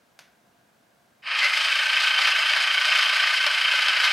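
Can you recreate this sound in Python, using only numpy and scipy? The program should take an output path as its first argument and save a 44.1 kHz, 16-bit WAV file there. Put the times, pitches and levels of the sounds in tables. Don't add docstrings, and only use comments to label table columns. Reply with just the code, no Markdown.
import sys
import numpy as np
from scipy import signal
from scipy.fft import rfft, irfft, next_fast_len
from scipy.io import wavfile
from scipy.ndimage import map_coordinates

SR = 44100
rng = np.random.default_rng(int(sys.argv[2]) if len(sys.argv) > 2 else 0)


def pcm_store(signal):
    levels = np.round(np.clip(np.atleast_2d(signal), -1, 1) * 32767)
    wavfile.write(sys.argv[1], SR, levels.astype(np.int16).T)


N = 181824
TIME_S = np.arange(N) / SR
MOTOR_ON_S = 1.22

# pitch_hz, level_db
MOUTH_SPECTRUM = [(50, -73), (200, -37), (400, -20), (500, -11), (600, 4.5), (690, -7), (850, -2.5),
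                  (1500, 1), (3000, -24), (8000, -41)]
# pitch_hz, level_db
HISS_SPECTRUM = [(1000, -48), (5500, -3.5), (7000, -2), (8400, 2), (9400, -3), (10700, -3), (13000, -11),
                 (14000, -17), (15800, -18)]


def amp(db):
    return 10 ** (np.asarray(db) / 20)


def unit(x):
    return x / np.sqrt(np.mean(x ** 2) + 1e-20)


def along(points, hz):
    pitches, values = np.transpose(points)
    return np.interp(np.log(hz + 1), np.log(pitches + 1), values)


def curve(points):
    times, values = np.transpose(points)
    return np.interp(TIME_S, times, values)


def rise(start_s, settle_s):
    return 1 - np.exp(-np.maximum(TIME_S - start_s, 0) / settle_s)


def wobble(per_s):
    return map_coordinates(rng.standard_normal(2048), [TIME_S * per_s], mode="wrap")


def tone(hz, waver_hz):
    pitch_hz = hz + waver_hz * wobble(300)
    return unit(np.sin(2 * np.pi * np.cumsum(pitch_hz) / SR))


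def filtered(x, response):
    size = 2 * next_fast_len(N // 2 + SR // 4)
    return irfft(rfft(x, size) * response(np.fft.rfftfreq(size, 1 / SR)), size)[..., :N]


def coloured(x, spectrum, rings=()):
    def response(hz):
        rings_db = sum(lift / (1 + (2 * (hz - centre) / width) ** 2) for centre, width, lift in rings)
        cepstrum = irfft(np.log(amp(along(spectrum, hz) + rings_db)))
        half = len(cepstrum) // 2
        return np.exp(rfft(np.r_[cepstrum[0], 2 * cepstrum[1:half], np.zeros(half)]))
    return filtered(x, response)


def ticks(per_s, spread_db):
    hits = (rng.random(N) < per_s / SR) * rng.choice([-1, 1], N)
    return unit(hits * amp(spread_db * np.clip(rng.standard_normal(N), -2, 2)))


def bursts(starts_s, levels_db, fade_s, attack_s):
    out, t = np.zeros(N + SR), np.arange(SR // 10) / SR
    for start_s, db in zip(starts_s, levels_db):
        envelope = amp(db - 60 * t / fade_s) * (1 - np.exp(-t / attack_s))
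        out[round(start_s * SR):][:len(t)] += envelope * rng.standard_normal(len(t))
    return out[:N]


def swell(strokes, depth_db, lag, uneven_db):
    pulse_db = depth_db * np.cos(2 * np.pi * (strokes - lag))
    return unit(amp(pulse_db + uneven_db * np.minimum(wobble(55), 1)))


def background(level_db):
    # pitch_hz, level_db
    air_spectrum = [(15, -70), (25, -22.5), (216, -7.5), (333, -11), (392, -14), (557, -11), (1320, -17),
                    (1430, -15), (1730, -18), (1870, -20), (2200, -20.5), (15800, -32.5)]
    # pitch_hz, width_hz, lift_db
    room_rings = [(700, 61, 6.5), (1610, 110, 6.5)]
    # pitch_hz, level_db
    air_width = [(40, -11), (130, -9), (300, -8), (700, -3.5), (2000, -3), (8500, -9), (11000, -24)]
    mid, side = coloured(rng.standard_normal((2, N)), air_spectrum, room_rings)
    side = filtered(side, lambda hz: amp(along(air_width, hz)))
    return amp(level_db) * unit(np.array([mid + side, mid - side]))


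def bathroom(x, echo_db):
    # pitch_hz, fade_s
    tile_fades = [(200, 0.22), (1500, 0.58), (4000, 0.39), (8000, 0.24), (15000, 0.46)]
    # pitch_hz, level_db
    echo_width = [(300, -6), (600, -16), (1000, -14), (1230, -21.5), (1600, -12), (2400, -23.5),
                  (5000, -15.5), (8000, -58), (14000, -59)]
    hz, t, noise = signal.stft(rng.standard_normal((3, SR // 2)), SR, nperseg=256)
    fading = noise * amp(-60 * t / along(tile_fades, hz)[:, None]) * (1 - np.exp(-t / 0.0026))
    tails = signal.istft(fading, SR, nperseg=256)[1]
    tails /= np.linalg.norm(tails[0])
    here, there, side = amp(echo_db) * signal.fftconvolve(x[None], tails, axes=1)[:, :N]
    sway = 1.228 * TIME_S
    mid = x + np.cos(sway) * here + np.sin(sway) * there
    side = filtered(side, lambda hz: amp(along(echo_width, hz)))
    return np.array([mid + side, mid - side]) / np.sqrt(1 + amp(echo_db) ** 2)


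def click():
    # start_s, relative_level_db
    contacts = [(0.1902, -24.5), (0.1919, -25.5), (0.1955, -28)]
    # pitch_hz, level_db
    plastic_spectrum = [(250, -27), (600, -8), (1500, -3.5), (2500, -2.5), (4000, -4), (5200, -2.5),
                        (6500, -8), (9000, -12), (13000, -21), (15800, -27)]
    # pitch_hz, width_hz, lift_db
    shell_rings = [(680, 160, 6.5), (1520, 200, 6), (2450, 450, 3), (4870, 300, 5), (8600, 400, 2)]
    taps = [bursts([start_s], [db], fade_s=0.0079, attack_s=0.0001) for start_s, db in contacts]
    return sum(bathroom(coloured(tap, plastic_spectrum, shell_rings), echo_db=-2.5) for tap in taps)


def pump_squeal():
    start_s, attack_s, hold_s, release_s = 1.405, 0.014, 0.053, 0.022
    corners_s = start_s + np.cumsum([0, attack_s, hold_s, release_s])
    envelope = np.interp(TIME_S, corners_s, [0, 1, 1, 0])
    return amp(-21) * envelope * tone(2075, waver_hz=25.8)


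def spits():
    # start_s, relative_tick_db, relative_plop_db
    spit_events = [(1.443, -27.5, -28.5), (2.186, -29, -24), (2.271, -26, -25.5), (2.286, -35, -27),
                   (2.56, -36, -30.5), (3.464, -24.5, -25), (3.735, -31.5, -28.5), (3.882, -26.5, -31),
                   (4.048, -25.5, -43)]
    # pitch_hz, level_db
    tick_spectrum = [(60, -69), (400, -24), (1400, 9.5), (3000, 7), (5000, 5), (7000, -12), (11000, -16.5),
                     (16000, -39)]
    starts_s, tick_db, plop_db = np.transpose(spit_events)
    spatter = bursts(starts_s, tick_db + 13, fade_s=0.044, attack_s=0.00093)
    plops = bursts(starts_s, plop_db + 16, fade_s=0.057, attack_s=0.002)
    return coloured(spatter, tick_spectrum) + coloured(plops, MOUTH_SPECTRUM)


def trapped_air(pressure):
    # pitch_hz, width_hz, lift_db
    tip_rings = [(8250, 600, 17), (9250, 600, 22)]
    clears_from_s, fade_db_per_s = 1.64, 50
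    level_db = -53 - fade_db_per_s * np.maximum(TIME_S - clears_from_s, 0)
    hiss = unit(coloured(rng.standard_normal(N), HISS_SPECTRUM, tip_rings))
    return amp(level_db) * pressure ** 2 * hiss


def mist(flutter, pressure, force_db):
    droplets = ticks(per_s=8200, spread_db=4.5) * flutter
    return amp(-44.5 + 0.53 * force_db) * pressure ** 5.8 * unit(coloured(droplets, HISS_SPECTRUM))


def splash(strokes, force_db):
    slosh = ticks(per_s=1100, spread_db=2.5) * swell(strokes, depth_db=2.3, lag=0, uneven_db=1.0)
    filling = rise(MOTOR_ON_S, settle_s=0.29)
    return amp(-43 + 0.91 * force_db) * filling * unit(coloured(slosh, MOUTH_SPECTRUM))


def jet(flutter, pressure, force_db):
    # pitch_hz, level_db
    jet_spectrum = [(100, -86), (1500, -36.5), (3000, 2.5), (3500, 1), (4500, -1), (5180, -.5),
                    (5320, -6.5), (6300, -11), (7000, -16.5), (11000, -28.5), (16000, -53)]
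    droplets = ticks(per_s=2600, spread_db=4.0) * flutter
    return amp(-28.5 + 1.12 * force_db) * pressure ** 4.3 * unit(coloured(droplets, jet_spectrum))


def gear_whine(strokes):
    # pitch_hz, relative_level_db, lag_strokes
    gear_tones = [(1530, 0.5, -0.1), (1205, -19, 0.032), (2265, -6.5, 0.06), (2585, -6, 0.096),
                  (3080, 1.5, -0.08)]
    speed = 1 - 0.022 * np.sin(2 * np.pi * strokes)
    whine = np.zeros(N)
    for hz, db, lag in gear_tones:
        warble = tone(hz * speed, waver_hz=27.32)
        whine += amp(db) * warble * swell(strokes, depth_db=8.0, lag=lag, uneven_db=3)
    return amp(-30.5) * rise(start_s=1.41, settle_s=0.11) * whine


def gear_rattle(strokes, pressure, force_db):
    # pitch_hz, level_db
    housing_spectrum = [(60, -96), (250, -60.5), (450, -35), (600, -18), (950, -16.5), (1150, -6),
                        (1700, -1.5), (2700, 0), (3180, -1.5), (3300, -13.5), (5150, -11.5), (5400, -22),
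                        (7000, -38), (16000, -62)]
    # pitch_hz, width_hz, lift_db
    housing_rings = [(879, 140, 6.5), (1216, 19, 2.5), (1275, 80, 2.5), (1403, 52, -10.5), (1740, 11, -1.5),
                     (1953, 15, -25), (2110, 11, 0.5), (2204, 29, 5), (2210, 38, -1), (2497, 100, 3),
                     (2817, 81, -4.5), (2887, 39, 4), (3000, 40, 2), (3250, 41, -1.5)]
    chatter = ticks(per_s=1600, spread_db=1.5)
    chatter *= swell(strokes, depth_db=4.0, lag=0.04, uneven_db=0.4) ** pressure
    rattle = unit(coloured(chatter, housing_spectrum, housing_rings))
    return amp(-23.5 + 0.99 * force_db) * pressure ** 1.47 * rattle


def flosser():
    # time_s, strokes_per_s
    pump_speed = [(1.22, 14.95), (1.33, 27.48), (1.6, 26.78), (1.9, 28.53), (2.6, 28.26), (3.6, 29.04),
                  (4.12, 27.44)]
    # time_s, force_db
    jet_force = [(1.38, 1.2), (1.44, 1.6), (1.49, -1.8), (1.61, 0.5), (1.84, -1.6), (2.04, 1.15),
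                 (2.12, -2.1), (2.27, 2), (2.38, -1.1), (2.51, 1.5), (2.74, -1.5), (2.98, 2.5),
                 (3.1, -0.35), (3.25, 1.7), (3.34, -0.6), (3.98, -0.5), (4.04, 2.2), (4.11, -2.5)]
    strokes = np.cumsum(curve(pump_speed) * (TIME_S > MOTOR_ON_S)) / SR
    pressure = rise(MOTOR_ON_S, settle_s=0.066)
    force_db = curve(jet_force)
    rattle = gear_rattle(strokes, pressure, force_db)
    whine = gear_whine(strokes)
    valve = amp(1.7 * np.cos(4 * np.pi * strokes))
    flutter = valve * swell(strokes, depth_db=1.57, lag=-0.053, uneven_db=2.0)
    water = jet(flutter, pressure, force_db) + splash(strokes, force_db)
    water += mist(flutter, pressure, force_db) + trapped_air(pressure)
    gears = bathroom(rattle, echo_db=-2.5) + bathroom(whine, echo_db=-9.5)
    return gears + bathroom(water, echo_db=-2.5)


def scene():
    near = flosser() + click() + bathroom(pump_squeal() + spits(), echo_db=-6.0)
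    return near * amp([[0.12], [-0.12]]) + background(level_db=-62.5)


def record(dry):
    bass_hz, top_hz = 55, 15850
    thinned = signal.sosfilt(signal.butter(2, bass_hz, "highpass", fs=SR, output="sos"), dry)
    return filtered(thinned, lambda hz: hz < top_hz)


dry = scene()
out = record(dry)
pcm_store(out)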